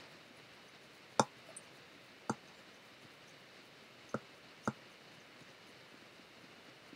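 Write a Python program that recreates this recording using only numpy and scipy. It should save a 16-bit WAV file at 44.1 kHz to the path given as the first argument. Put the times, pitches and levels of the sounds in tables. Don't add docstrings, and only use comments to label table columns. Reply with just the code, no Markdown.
import sys
import numpy as np
from scipy import signal
from scipy.fft import rfft, irfft
from scipy.io import wavfile

SR = 44100
rng = np.random.default_rng(int(sys.argv[2]) if len(sys.argv) > 2 else 0)


def persist_wave(psi):
    counts = np.round(np.clip(psi, -1, 1) * 32767).astype(np.int16)
    wavfile.write(sys.argv[1], SR, np.atleast_2d(counts).T)


N = 306531


def from_db(db):
    return 10 ** (np.asarray(db) / 20)


def rms_one(x):
    return x / np.sqrt(np.mean(x ** 2) + 1e-20)


def in_time(rows):
    times, *columns = np.transpose(rows)
    return [np.interp(np.arange(N) / SR, times, column) for column in columns]


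def drift(rate_hz):
    hop = 40
    pole = np.exp(-2 * np.pi * hop * rate_hz / SR)
    slow = signal.lfilter([1], [1, -2 * pole, pole * pole], rng.standard_normal(N // hop + 2002))[2000:]
    return np.interp(np.arange(N) / hop, np.arange(len(slow)), rms_one(slow))


def coloured(white, spectrum):
    hz, db = np.transpose(spectrum)
    bins_hz = np.maximum(np.arange(N // 2 + 1) * SR / N, 1)
    gain = from_db(np.interp(np.log(bins_hz), np.log(hz), db))
    return rms_one(irfft(rfft(white) * gain, N))


def add_ring(out, start_s, db, hz, t60, rise_s):
    at = round(start_s * SR)
    t = np.arange(min(SR // 4, N - at)) / SR
    swell = np.sin(np.pi / 2 * np.minimum(t / rise_s, 1)) ** 2
    decay = from_db(db - 60 * np.maximum(t - rise_s, 0) / t60)
    out[at:at + len(t)] += decay * swell * np.sin(2 * np.pi * hz * t)


def room_hiss():
    # frequency in Hz, relative level in dB.
    hiss_colour = [(18, -54), (30, -21.5), (137, -3), (579, 0), (880, -7), (2260, -2), (2860, -8),
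                   (3350, -9), (3720, -6), (4470, -13), (6970, -22.5), (15700, -30.5)]
    return from_db(-61) * coloured(rng.standard_normal(N), hiss_colour)


def far_motor():
    # time in seconds, rotation in Hz.
    speed = [(0, 147.1), (3.5, 145.6), (6.95, 144.2)]
    # multiple of the rotation, level in dB.
    whine_lines = [(18, -75), (19, -78), (20, -73), (21, -75.5)]
    phase = 2 * np.pi * np.cumsum(in_time(speed)[0]) / SR
    return sum(from_db(db + 1.5 * drift(2)) * np.sin(k * phase) for k, db in whine_lines)


def room_answer(x):
    low_hz, treble_hz = 436, 2040
    build_s, middle_t60_s, treble_t60_s, echo_s = 0.0075, 0.13, 0.099, 0.0105
    t = np.arange(SR // 4) / SR
    dense = rng.standard_normal((2, len(t))) * np.clip(t / build_s, 0, 1) ** 2
    middle = signal.sosfilt(signal.butter(2, [low_hz, treble_hz], "band", fs=SR, output="sos"), dense[0])
    treble = signal.sosfilt(signal.butter(2, treble_hz, "high", fs=SR, output="sos"), dense[1])
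    tail = middle * from_db(-60 * t / middle_t60_s) + treble * from_db(3 - 60 * t / treble_t60_s)
    tail *= from_db(-10) / np.sqrt(np.sum(tail ** 2))
    tail[round(echo_s * SR)] += from_db(-17)
    return signal.fftconvolve(x, tail)[:N]


def wet_squeak():
    # time in seconds, pitch in Hz, level in dB.
    path = [(2.54, 7400, -90), (2.555, 7300, -74), (2.6, 7280, -75), (2.625, 7200, -88)]
    hz, db = in_time(path)
    t = np.arange(N) / SR
    sounding = (t > path[0][0]) & (t < path[-1][0])
    return sounding * from_db(db) * np.sin(2 * np.pi * np.cumsum(hz) / SR)


def lather_ticks():
    # start in seconds, level in dB, centre pitch in Hz, pitch scatter as a share.
    clusters = [(.367, -64.5, 10160, .04), (.682, -63, 5950, .04), (.685, -67, 9800, .15),
                (1.494, -67, 10100, .03), (1.636, -61.5, 6030, .04), (2.474, -64, 6200, .06),
                (2.735, -64, 6030, .04), (3.276, -60, 5840, .08), (3.292, -61, 6000, .1),
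                (4.09, -53.5, 5350, .25), (4.104, -62, 6230, 0.046), (4.632, -57, 5560, .06),
                (4.65, -51, 6310, .06), (4.915, -65, 6100, .05), (5.2, -63, 6200, .06),
                (5.425, -62, 6380, 0.086), (5.497, -64, 6000, .08), (5.683, -67, 9970, .12)]
    out = np.zeros(N)
    for start_s, db, hz, scatter in clusters:
        for pitch, late in rng.random((7, 2)):
            bubble_hz = hz * (1 + scatter * (2 * pitch - 1))
            add_ring(out, start_s + 0.0083 * late ** 2, db - 6, bubble_hz, t60=0.034, rise_s=0.0015)
    return out


def chinks():
    # start in seconds, level in dB.
    contacts = [(1.565, -45), (1.5695, -43.5)]
    # frequency in Hz, relative level in dB, t60 in seconds.
    chink_modes = [(6200, -18, .02), (8000, -4, 0.018), (8900, 3.5, 0.026), (9100, 0, 0.023),
                   (11000, -13, .02), (15300, -24, .02)]
    out = np.zeros(N)
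    for start_s, level in contacts:
        for hz, db, t60 in chink_modes:
            add_ring(out, start_s, level + db, hz, t60, rise_s=0.0015)
    return out


def bowl_bumps():
    # start in seconds, level in dB, pitch in Hz.
    bumps = [(0.304, -51, 254), (1.488, -46, 640), (1.502, -48, 667), (1.957, -53, 286), (3.037, -51, 124),
             (3.044, -54.5, 226), (3.636, -55, 300), (5.167, -55.5, 137), (5.41, -51, 153),
             (5.411, -51.5, 260), (5.686, -52.5, 249), (5.938, -50.5, 274), (6.191, -52, 252),
             (6.436, -49, 247), (6.575, -54, 239), (6.68, -52, 272), (6.926, -43, 280)]
    out = np.zeros(N)
    for start_s, db, hz in bumps:
        add_ring(out, start_s, db, hz, t60=0.031, rise_s=1.62 / hz)
    return out


def handle_knocks():
    # start in seconds, levels in dB of table, base, wall, ring, rim,
    # clink and glaze, contact time in seconds.
    blows = [(1.1944, -20.5, -26, -18.5, -16, -24, -32.5, -28, .0016),
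             (2.2943, -25, -31, -46, -29, -32, -42, -55.5, 0.0034),
             (4.1417, -27.5, -34.5, -29, -40, -32.5, -56.5, -59, 0.0026),
             (4.674, -23.5, -32.5, -31.5, -32, -29, -49, -53, 0.0026)]
    part_modes = {"table": [(134.7, -6, 0.1), (218, -1, 0.067)], "base": [(338.5, 4, 0.04),
                  (461, 3.5, 0.024)], "wall": [(531, 4, 0.021), (700, -4, 0.023)],
                  "ring": [(838, -3, 0.031), (883, -2, 0.023), (1002, -21.5, 0.19), (1148, -9, 0.034)],
                  "rim": [(1312, 3, 0.022), (1375, -7.5, 0.043), (1570, -11.5, 0.045), (1930, -23, 0.029)],
                  "clink": [(4720, 0.5, 0.0086), (6330, 2, 0.019), (6530, -16, 0.02), (6800, -3, 0.021),
                  (7310, -6, 0.035), (8170, -6.5, 0.026), (8680, -5.5, 0.018)], "glaze": [(2397, -7, 0.016),
                  (3620, -1.5, 0.02), (5200, -2, 0.021), (5730, 1, 0.011), (9900, -10, 0.016),
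                  (10880, -17, .014), (12900, -33, .012), (14300, -33, .012)]}
    out = np.zeros(N)
    for start_s, *levels, contact_s in blows:
        for part, level in zip(part_modes.values(), levels):
            for hz, db, t60 in part:
                add_ring(out, start_s, db + level, hz, t60, contact_s + 0.084 / hz)
    return out


def bristles(spectrum, slips_per_s, spread_db, flutter_db):
    sizes = from_db(spread_db * np.minimum(rng.exponential(1, N), 4)) * rng.standard_normal(N)
    slips = sizes * (rng.random(N) < slips_per_s / SR)
    return from_db(flutter_db * drift(14.4)) * coloured(slips, spectrum)


def brush_drag():
    # frequency in Hz, relative level in dB.
    drag_colour = [(24, -54), (40, -29), (128, 2), (167, 0), (280, -1), (370, -1), (583, -2.5), (842, -7.5),
                   (1300, -5), (1480, -7), (2950, -8), (3360, -19.5), (3740, -10), (4350, -8.5),
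                   (7000, -25), (9100, -29.5), (15400, -120)]
    steady_db, start_boost_db, settle_s = -61.5, 7.5, 0.1
    level = from_db(steady_db + start_boost_db * np.exp(-np.arange(N) / SR / settle_s))
    return level * bristles(drag_colour, slips_per_s=12000, spread_db=0.5, flutter_db=1.48)


def brush_flicks():
    # time in seconds, first flick in dB, second flick in dB.
    turns = [(0.0, -74, -73), (.268, -80, -78), (.55, -79, -78), (.842, -76, -71), (1.122, -74.5, -70),
             (1.377, -77, -72), (1.648, -73, -71), (1.945, -79, -74), (2.2, -84, -73), (2.48, -77, -78),
             (2.754, -76, -73.5), (3.028, -74, -76), (3.292, -72, -79), (3.55, -80, -75), (3.834, -78, -86),
             (4.097, -71, -82), (4.367, -76, -86), (4.658, -68.5, -84), (4.92, -75, -84), (5.142, -77, -82),
             (5.407, -74, -79), (5.687, -72, -84), (5.9, -77, -84), (6.15, -78, -81), (6.425, -79, -86),
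             (6.655, -75.5, -83), (6.885, -77, -84)]
    # frequency in Hz, relative level in dB.
    swish_colour = [(3000, -19), (5000, -11), (6300, 5), (8000, -4), (10000, 2), (12000, -11), (14000, -10),
                    (15700, -8)]
    airy_colour = [(3000, -15), (5000, -12), (6300, 0), (8000, -4), (10000, 0), (12000, -8), (14000, -8),
                   (15700, -3)]
    t = np.arange(N) / SR
    turn_s, first_db, second_db = np.transpose(turns)

    def flick(colour, levels, delay_s, length_s):
        power = sum(from_db(2 * db - 11 * (2 * (t - s - delay_s) / length_s) ** 2)
                    for s, db in zip(turn_s, levels))
        return np.sqrt(power) * bristles(colour, slips_per_s=3500, spread_db=3, flutter_db=0.8)

    first = flick(swish_colour, first_db, delay_s=0, length_s=0.045)
    second = flick(airy_colour, second_db, delay_s=0.11, length_s=0.054)
    return first + second


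def scene():
    struck = handle_knocks() + bowl_bumps() + lather_ticks() + chinks() + wet_squeak()
    hits = signal.sosfilt(signal.butter(4, 117, "high", fs=SR, output="sos"), struck)
    deep = from_db(-20) * signal.sosfilt(signal.butter(2, 60, fs=SR, output="sos"), struck)
    brush = brush_flicks() + brush_drag()
    return (room_hiss() + room_answer(hits) + far_motor() + deep + hits + brush)[None]


def record(dry):
    cutoff_hz = 15750
    return signal.sosfilt(signal.ellip(14, 0.5, 60, cutoff_hz, fs=SR, output="sos"), dry)


dry = scene()
out = record(dry)
persist_wave(out)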